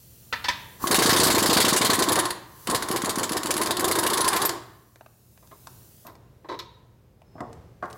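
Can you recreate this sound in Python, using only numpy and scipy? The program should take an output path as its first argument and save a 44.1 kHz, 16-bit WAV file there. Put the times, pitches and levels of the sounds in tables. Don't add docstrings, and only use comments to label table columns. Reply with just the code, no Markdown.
import sys
import numpy as np
from scipy import signal
from scipy.fft import rfft, irfft
from scipy.io import wavfile

SR = 44100
rng = np.random.default_rng(int(sys.argv[2]) if len(sys.argv) > 2 else 0)


def pcm_store(signal):
    levels = np.round(np.clip(np.atleast_2d(signal), -1, 1) * 32767)
    wavfile.write(sys.argv[1], SR, levels.astype(np.int16).T)


N = 351477
TIME = np.arange(N) / SR


def amp(db):
    return 10 ** (np.asarray(db) / 20)


def rms_one(x):
    return x / np.sqrt(np.mean(x ** 2) + 1e-20)


def in_time(rows):
    s, *columns = np.transpose(rows)
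    return [np.interp(TIME, s, c) for c in columns]


def at_hz(points, hz):
    point_hz, values = np.array(points).T
    return np.interp(np.log(hz + 1), np.log(point_hz), values)


def drift(rate):
    knots = rng.standard_normal(int(rate * N / SR) + 2)
    return np.interp(TIME * rate, np.arange(len(knots)), knots)


def clicks(times, db):
    out = np.zeros(N)
    out[np.round(np.asarray(times) * SR).astype(int)] = amp(db)
    return out


def cut(x, hz, kind):
    return signal.sosfilt(signal.butter(2, hz, kind, fs=SR, output="sos"), x + 1e-18)


def colour(x, spectrum, size=2048):
    bin_hz = np.arange(size // 2 + 1) * SR / size
    cepstrum = irfft(np.log(amp(at_hz(spectrum, bin_hz))))
    cepstrum[1:size // 2] *= 2
    cepstrum[size // 2 + 1:] = 0
    response = irfft(np.exp(rfft(cepstrum)))
    return signal.oaconvolve(x, response / np.linalg.norm(response))[:N]


def ring(x, hz, width_hz):
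    r, w = np.exp(-np.pi * width_hz / SR), 2 * np.pi * hz / SR
    return signal.lfilter([0, np.sin(w)], [1, -2 * r * np.cos(w), r * r], x + 1e-18)


def body(x, modes, size=4096):
    t, response = TIME[:size], 0
    for k, (hz, width, db) in enumerate(modes):
        decay = width * np.exp(-np.pi * width * t)
        response = response + (-1) ** k * amp(db) * decay * np.cos(2 * np.pi * hz * t)
    return signal.oaconvolve(x, response / np.linalg.norm(response))[:N]


def bursts(rows, rise_s, fall_s, sag_db, size=8000):
    out, t = np.zeros((2, N + size)), TIME[:size]
    for s, db, length, treble_db in rows:
        sag = amp(sag_db * (.5 - np.minimum(t / length, 1)))
        shape = (1 - np.exp(-t / rise_s)) * sag * np.exp(-np.maximum(t - length, 0) / fall_s)
        at = round(s * SR)
        out[:, at:at + size] += (amp([[db], [db + treble_db]]) * shape) ** 2
    return np.sqrt(out[:, :N])


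def chatter(envelopes, split_hz, grain_db):
    noise = rng.standard_normal((2, N)) * amp(grain_db * drift(1500))
    mid, treble = rms_one(noise) * envelopes
    return cut(mid, split_hz, "low") + cut(treble, split_hz, "high")


def struck(rows, spectrum, modes, split_hz, fall_s, ring_db):
    envelopes = bursts(rows, rise_s=0.00033, fall_s=fall_s, sag_db=4.0)
    contact = chatter(envelopes, split_hz, grain_db=4.0)
    return amp(-5.5) * colour(contact, spectrum) + amp(ring_db) * body(contact, modes)


# frequency in Hz, relative level in dB.
LEAK = [(500, -22.5), (3000, -12), (6500, -6.5), (8500, -7.5), (12000, -4), (16000, -3)]
# frequency in Hz, relative level in dB.
SHOP = [(25, -20.5), (45, -3.5), (65, -1), (110, -0.5), (170, -5.5), (260, -14), (450, -14), (900, -25.5),
        (2000, -33), (6000, -41), (16000, -56.5)]
# frequency in Hz, relative level in dB.
HUM = [(118.4, -62.5), (220.7, -74.5), (344.5, -76)]
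# time in seconds, relative air hiss level in dB (leak and the motor's rush),
# shop noise level in dB.
BACKGROUND = [(0, -52.5, -57.5), (.795, -51, -50.5), (.83, -33.5, -41), (1, -41, -56), (2.45, -58.5, -56),
              (2.64, -47, -54.5), (4.7, -61, -55.5), (5, -64, -62.5), (5.3, -61, -60), (5.7, -53, -53),
              (6.05, -54.5, -57), (6.18, -71.5, -53), (7.2, -76, -57), (7.55, -73.5, -47), (7.8, -74, -53),
              (7.97, -58, -49)]


def background():
    hiss_db, shop_db = in_time(BACKGROUND)
    hiss = colour(rng.standard_normal(N), LEAK)
    delay_s = .0007 * amp(1.2 * drift(2))
    hiss = hiss + .27 * np.interp(TIME - delay_s, TIME, hiss)
    rumble = colour(rng.standard_normal(N), SHOP, size=8192)
    hum = sum(amp(db + 2 * drift(3.2)) * np.sqrt(2) * np.sin(2 * np.pi * hz * TIME) for hz, db in HUM)
    return amp(hiss_db) * hiss + amp(shop_db) * rumble + amp(0.5) * hum


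# start in seconds, relative level in dB, length in seconds,
# treble over mid in dB.
CLANKS = [(0.3258, -16.5, 0.0043, -7), (0.4420, -23, 0.007, 1), (0.4834, -14.5, 0.0065, -1)]
# frequency in Hz, relative level in dB.
CLANK = [(150, -7), (550, -11.5), (950, -0.5), (2000, -1.5), (3500, -3), (5700, -8), (7000, -18.5),
         (9500, -28), (16000, -33)]
# frequency in Hz, width in Hz, relative level in dB.
CLANK_MODES = [(970, 140, -5.5), (1074, 80, -4), (1600, 98, -16), (1790, 30, 8.5), (1950, 89, -1),
               (2420, 28, -4.5), (3420, 210, -7.5), (4670, 73, -9), (6030, 90, -9.5)]


def clanks():
    return struck(CLANKS, CLANK, CLANK_MODES, split_hz=2700, fall_s=0.014, ring_db=-10)


# time in seconds, load from 0 to 1.
LOAD = [(.89, 0.7), (.95, 1), (1.3, 0.95), (1.93, 0.87), (2.15, 0.46), (2.75, 0.78), (3.23, .72),
        (3.45, 0.52), (4.45, 0.41)]


def load_at(s):
    return np.clip(np.interp(s, *np.transpose(LOAD)), .1, 1.2)


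# time of the full blow in seconds,
# relative level in dB.
SINGLE_TURNS = [(.871, -22.5), (2.254, -25), (2.305, -24), (2.823, -26.5), (4.492, -21.5)]
DOUBLE_TURNS = [(.944, -17), (1.022, -18), (1.093, -16), (1.163, -17.5), (1.233, -17), (1.302, -17),
                (1.381, -19), (1.459, -19), (1.53, -18), (1.602, -15.5), (1.682, -17.5), (1.763, -19.5),
                (1.847, -18.5), (1.933, -19), (2.023, -19.5), (2.12, -19.5), (2.189, -19), (3.913, -19.5),
                (3.987, -20), (4.065, -20), (4.133, -21), (4.207, -21.5), (4.278, -20.5), (4.364, -20.5),
                (4.451, -20.5)]
FOURFOLD_TURNS = [(2.748, -20.5), (2.962, -23.5), (3.095, -23), (3.233, -23), (3.369, -23), (3.508, -20.5),
                  (3.616, -20.5), (3.709, -20.5), (3.845, -19)]
# lead before the full blow's time in seconds, relative level in dB,
# length in seconds at full load, treble over mid in dB at full load.
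SINGLE = [(0, 0.5, .012, -4.5)]
DOUBLE = [(.0335, -1.6, .022, -3), (0.00034, 0, 0.031, -0.5)]
FOURFOLD = [(.076, -1.5, 0.0053, -3.5), (.0495, -1, .007, -4), (.038, -2.5, 0.0064, -2.5),
            (0.0016, 0.5, 0.023, -3)]
EASY_TREBLE_DB = 4


def blows():
    kinds = (SINGLE_TURNS, SINGLE), (DOUBLE_TURNS, DOUBLE), (FOURFOLD_TURNS, FOURFOLD)
    rows = []
    for turns, pattern in kinds:
        for s, db in turns:
            load = load_at(s)
            for lead, blow_db, length, treble_db in pattern:
                treble = treble_db + EASY_TREBLE_DB * (1 - load)
                rows.append((s - lead, db + blow_db, length * load, treble))
    return rows


SINGLE_STALL_S, DOUBLE_STALL_S, FOURFOLD_STALL_S, RECOVER_S = 0.05, .028, 0.061, 0.024


def drag():
    kinds = ((SINGLE_TURNS, SINGLE_STALL_S), (DOUBLE_TURNS, DOUBLE_STALL_S),
             (FOURFOLD_TURNS, FOURFOLD_STALL_S))
    total = 0
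    for turns, stall_s in kinds:
        for s, db in turns:
            times = [s, s + stall_s, s + stall_s + RECOVER_S]
            total = total + np.interp(TIME, times, [0, load_at(s), 0])
    return total


# time in seconds, relative chug level in dB,
# exhaust tone level in dB.
FIRST_RUN = [(.76, -90, -97), (.80, -52.5, -47.5), (.835, -38.5, -35), (.9, -25.5, -31.5), (1.25, -24, -28),
             (1.8, -28, -31.5), (2.19, -25.5, -24.5), (2.32, -40.5, -33), (2.36, -67, -59)]
SECOND_RUN = [(2.655, -61, -55.5), (2.68, -29.5, -30), (3.4, -32.5, -34.5), (3.85, -28.5, -31),
              (4.1, -30.5, -26), (4.42, -33, -23.5), (4.521, -33, -35), (4.57, -37.5, -42),
              (4.63, -83, -81)]
# frequency in Hz, width in Hz,
# relative level in dB.
EXHAUST_LOW = [(110, 34, -2.5), (190, 230, -11.5), (283, 120, -3), (385, 60, 0.5), (516, 200, -8),
               (697, 96, -6)]
EXHAUST_TONE = [(918, 200, -2), (1053, 106, 4), (1138, 110, 0.5), (1770, 430, -11.5)]
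# frequency in Hz, relative level in dB.
BLAST = [(200, -3), (600, 1), (1600, 1.5), (2600, -5.5), (3700, 0), (4700, -0.5), (5800, -5), (7600, -2),
         (8800, -5.5), (10000, -3), (11400, -9.5), (13000, -8), (16000, -17.5)]
STALL_CHUG_DB, STALL_TONE_DB = 16, 10
FREE_VANE_HZ, VANE_SAG_HZ = 495.3, 329.9
VANE_WOBBLE_DB = 3


def motor():
    drive_db, exhaust_db = in_time(FIRST_RUN + SECOND_RUN)
    dragged = drag()
    chug_db = drive_db - STALL_CHUG_DB * dragged
    tone_db = exhaust_db - STALL_TONE_DB * dragged
    blow_rows = [(s, 0, length, 0) for s, db, length, treble in blows()]
    stalled = np.minimum(bursts(blow_rows, rise_s=0.0027, fall_s=.004, sag_db=0.5)[0], 1)
    load = load_at(TIME)
    vane_hz = (FREE_VANE_HZ - VANE_SAG_HZ * load) * amp(VANE_WOBBLE_DB * load * drift(130))
    fired = np.diff(np.floor(np.cumsum(vane_hz) / SR), prepend=0)
    puffs = -fired * np.sqrt(SR / vane_hz) * amp(2.5 * drift(300))
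    puffs = puffs + .3 * rng.standard_normal(N)
    chug = body(puffs * amp(chug_db - 2.5 - 1.8 * stalled), EXHAUST_LOW)
    tone = body(puffs * amp(tone_db - 2.5 - 1.3 * stalled), EXHAUST_TONE)
    rush = colour(rng.standard_normal(N), BLAST) * amp(tone_db - 10.5)
    return cut(chug, 950, "low") + cut(tone, 3700, "low") + rush + wind_up(drive_db)


# time in seconds, relative thump level in dB, hoot level in dB.
FIRST_KICK = (.840, -16.5, -10)
DOUBLE_KICK_S, FOURFOLD_KICK_S = .038, .058
KICK_DB, KICK_LOAD_POWER = -8, 2.2
HOOT_DB, HOOT_SPREAD_DB = -5.5, 3


def kicks():
    double_s = [s - DOUBLE_KICK_S for s, db in DOUBLE_TURNS]
    fourfold_s = [s - FOURFOLD_KICK_S for s, db in FOURFOLD_TURNS]
    s = np.array(double_s + fourfold_s)
    thump_db = KICK_DB + KICK_LOAD_POWER * 20 * np.log10(load_at(s))
    hoot_db = thump_db + HOOT_DB + HOOT_SPREAD_DB * rng.uniform(-1, 1, len(s))
    s, thump_db, hoot_db = np.column_stack([FIRST_KICK, [s, thump_db, hoot_db]])
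    thump = cut(ring(clicks(s - .001, thump_db + 3.5), 281, 170), [150, 520], "band")
    hoot = cut(ring(clicks(s, hoot_db - 1), 1100, 77), [850, 1400], "band")
    return thump + hoot


# frequency in Hz, width in Hz, relative level in dB.
STEEL = [(1964, 15, 4.5), (3055, 27, 2), (3590, 40, 1), (3820, 91, 1.5), (4220, 28, 5.5), (4500, 81, 3.5),
         (4670, 74, 3), (4760, 40, 2), (6440, 11, -12), (9500, 60, 0), (10450, 33, -16.5),
         (11000, 20, -9.5)]


def hammer():
    rows = [(s, db - treble / 2, length, treble) for s, db, length, treble in blows()]
    envelopes = bursts(rows, rise_s=0.00022, fall_s=0.0072, sag_db=7.0)
    air = chatter(envelopes * amp([[-1], [2.0]]), split_hz=10000, grain_db=0.0)
    blast = colour(air, BLAST)
    steel = body(chatter(envelopes, split_hz=7300, grain_db=2.0), STEEL)
    late = [(s + length / 2, db + treble / 2, length / 3, 0)
            for s, db, length, treble in blows() if length < .016]
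    whistle_hz = 10200 + 400 * drift(25) + 160 * drift(900)
    whistle_level = bursts(late, rise_s=0.00049, fall_s=0.0015, sag_db=-4)[0] * amp(2.3 * drift(22))
    whistle = whistle_level * np.sin(2 * np.pi * np.cumsum(whistle_hz) / SR)
    return amp(-2.0) * blast + amp(-14.5) * steel + amp(-2.5) * whistle


def shifting(x, swing_db, count=12):
    out = x
    for hz in np.geomspace(1600, 13000, count):
        region = signal.lfilter(*signal.iirpeak(hz, 7, fs=SR), x + 1e-18)
        out = out + region * (amp(swing_db * np.clip(drift(45), -2, 2)) - 1)
    return out


# frequency in Hz, relative level in dB.
PUFF = [(50, -20.5), (100, 0.5), (170, -14.5), (270, -4), (375, -3.5), (470, -2.5), (650, -8), (900, -10),
        (1600, -26.5), (5000, -49.5)]
WIND_UP_DB, WIND_UP_GROWTH_DB = 28, 1.37
PUFF_LEAD_S, PUFF_GAP_S = .0016, .0046
PUFF_SLOWING = .07


def wind_up(chug_db, count=5):
    s = np.array([s for s, db in DOUBLE_TURNS + FOURFOLD_TURNS])
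    left = np.arange(count)
    chance = rng.standard_normal((len(s), 2, count))
    before_s = PUFF_LEAD_S + PUFF_GAP_S * left * (1 + PUFF_SLOWING * left)
    times = s[:, None] - before_s + .0004 * chance[:, 0]
    puff_db = WIND_UP_DB - WIND_UP_GROWTH_DB * left + 1.1 * chance[:, 1]
    puffs = -clicks(times, puff_db) * amp(chug_db)
    return cut(colour(puffs, PUFF) + amp(-5.5) * body(puffs, EXHAUST_TONE), 1600, "low")


# start in seconds,
# pitch in Hz, relative level in dB.
PINGS = [(4.359, 13260, -25), (4.420, 13240, -35), (4.454, 13170, -17), (6.068, 13300, -38),
         (6.590, 13370, -45), (6.499, 3900, -45), (6.593, 3800, -44)]
# start in seconds, relative level in dB, length in seconds,
# treble over mid in dB.
TICKS = [(4.958, -37.5, 0.0022, -4), (5.009, -33.5, 0.002, -20), (5.061, -38.5, 0.0037, -14),
         (5.375, -47, 0.0018, 7), (5.473, -49.5, .002, 12), (5.670, -31.5, 0.0037, 4.5),
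         (6.067, -48, .003, 19), (6.153, -36.5, 0.0022, -2), (7.218, -43.5, 0.0024, -9),
         (7.405, -25, 0.0032, -10.5), (7.529, -41, 0.0023, 3.5), (7.855, -56.5, .005, 13),
         (7.900, -57, 0.012, 18), (7.928, -50, 0.0018, 22.5)]
# start in seconds, relative level in dB, length in seconds,
# treble over mid in dB.
BLIPS = [(5.425, -52, 0.012, -15), (5.510, -45, 0.019, -22), (6.066, -46.5, 0.029, 5),
         (6.444, -41.5, .006, -17), (6.487, -33.5, 0.057, 1.5), (6.590, -50.5, 0.009, 32)]
# frequency in Hz, relative level in dB.
TICK = [(200, -12), (450, 1.5), (1000, 3), (1600, -3), (3000, -10.5), (8000, -14), (16000, -29)]
BLIP = [(120, -21.5), (280, -6), (440, 5.5), (700, -9), (1020, 1), (2000, -4.5), (2700, -16), (3900, -9.5),
        (5500, -22), (7000, -32), (16000, -41)]
# frequency in Hz, width in Hz, relative level in dB.
SOCKET_MODES = [(398, 46, 4.5), (951, 50, 12), (1065, 41, 3), (1380, 56, -6), (2160, 38, -16),
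                (3840, 36, -31), (3890, 25, -28), (13240, 63, -44.5)]
PING_Q = 400


def pings_ticks_and_blips():
    pings = sum(ring(clicks(s, db), hz, hz / PING_Q) for s, hz, db in PINGS)
    ticks = struck(TICKS, TICK, SOCKET_MODES, split_hz=3000, fall_s=0.0011, ring_db=-12)
    blips = struck(BLIPS, BLIP, SOCKET_MODES, split_hz=2840, fall_s=0.016, ring_db=-0.5)
    return pings + ticks + blips


# start in seconds, relative level in dB, length in seconds,
# treble over mid in dB.
KNOCKS = [(6.049, -47.5, 0.045, -2), (7.354, -37, 0.0038, -25.5), (7.380, -46.5, 0.025, 3.5),
          (7.405, -28.5, 0.025, -26.5), (7.825, -30.5, 0.017, 4)]
# frequency in Hz, relative level in dB.
KNOCK = [(100, -6), (400, 2.5), (700, 4), (1050, 3.5), (1900, -8.5), (2800, -32.5), (6000, -35),
         (16000, -56)]
# frequency in Hz, width in Hz, relative level in dB.
PANEL_MODES = [(373, 30, -5), (475, 20, 3), (1040, 29, -5)]


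def knocks():
    envelopes = bursts(KNOCKS, rise_s=0.00036, fall_s=0.015, sag_db=4.5)
    contact = chatter(envelopes, split_hz=720, grain_db=2.5)
    return amp(-2.5) * colour(contact, KNOCK) + amp(-9) * body(contact, PANEL_MODES)


# time in seconds, mean pitch in Hz, relative level in dB.
SQUEAK = [(7.15, 4950, -92), (7.28, 5180, -76), (7.38, 5250, -72), (7.48, 5130, -73), (7.6, 5050, -100)]


def squeak():
    hz, db = in_time(SQUEAK)
    return amp(db) * np.sin(2 * np.pi * np.cumsum(hz + 130 * drift(1200)) / SR)


# frequency in Hz, time to fall by 60 dB in seconds.
GARAGE_T60 = [(100, 0.92), (500, 0.69), (1400, 0.76), (4000, 0.62), (9000, 0.27), (16000, .3)]


def garage(x, early_db, tail_db, size=40000):
    t, edges = TIME[:size], np.geomspace(60, 17000, 9)
    tail = 0
    for low, high in zip(edges, edges[1:]):
        band = cut(rng.standard_normal(size), [low, high], "band")
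        tail = tail + band * amp(-60 * t / at_hz(GARAGE_T60, np.sqrt(low * high)))
    tail = tail * (1 - np.exp(-t / 0.0018))
    sparse = rng.standard_normal(size) * (rng.random(size) < .04)
    early = sparse * (t > .002) * np.exp(-t / 0.0041)
    response = amp(early_db) * early / np.linalg.norm(early) + amp(tail_db) * tail / np.linalg.norm(tail)
    return x + signal.oaconvolve(x, response)[:N]


def scene():
    blasts = amp(-0.96) * shifting(hammer(), swing_db=3.5)
    wrench = garage(blasts + motor() + kicks(), early_db=-20, tail_db=-11)
    onto_bolt = garage(clanks(), early_db=-1.5, tail_db=-9.5)
    thuds = garage(knocks(), early_db=-5.5, tail_db=-7.5)
    small = garage(pings_ticks_and_blips() + squeak(), early_db=-7, tail_db=-12.0)
    return (wrench + onto_bolt + thuds + small + background())[None]


CUTOFF_HZ = 15900


def record(dry):
    rounded = .5 * np.tanh(cut(dry, 50, "high") / .5)
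    return signal.sosfilt(signal.ellip(10, .1, 80, CUTOFF_HZ, fs=SR, output="sos"), rounded)


dry = scene()
out = record(dry)
pcm_store(out)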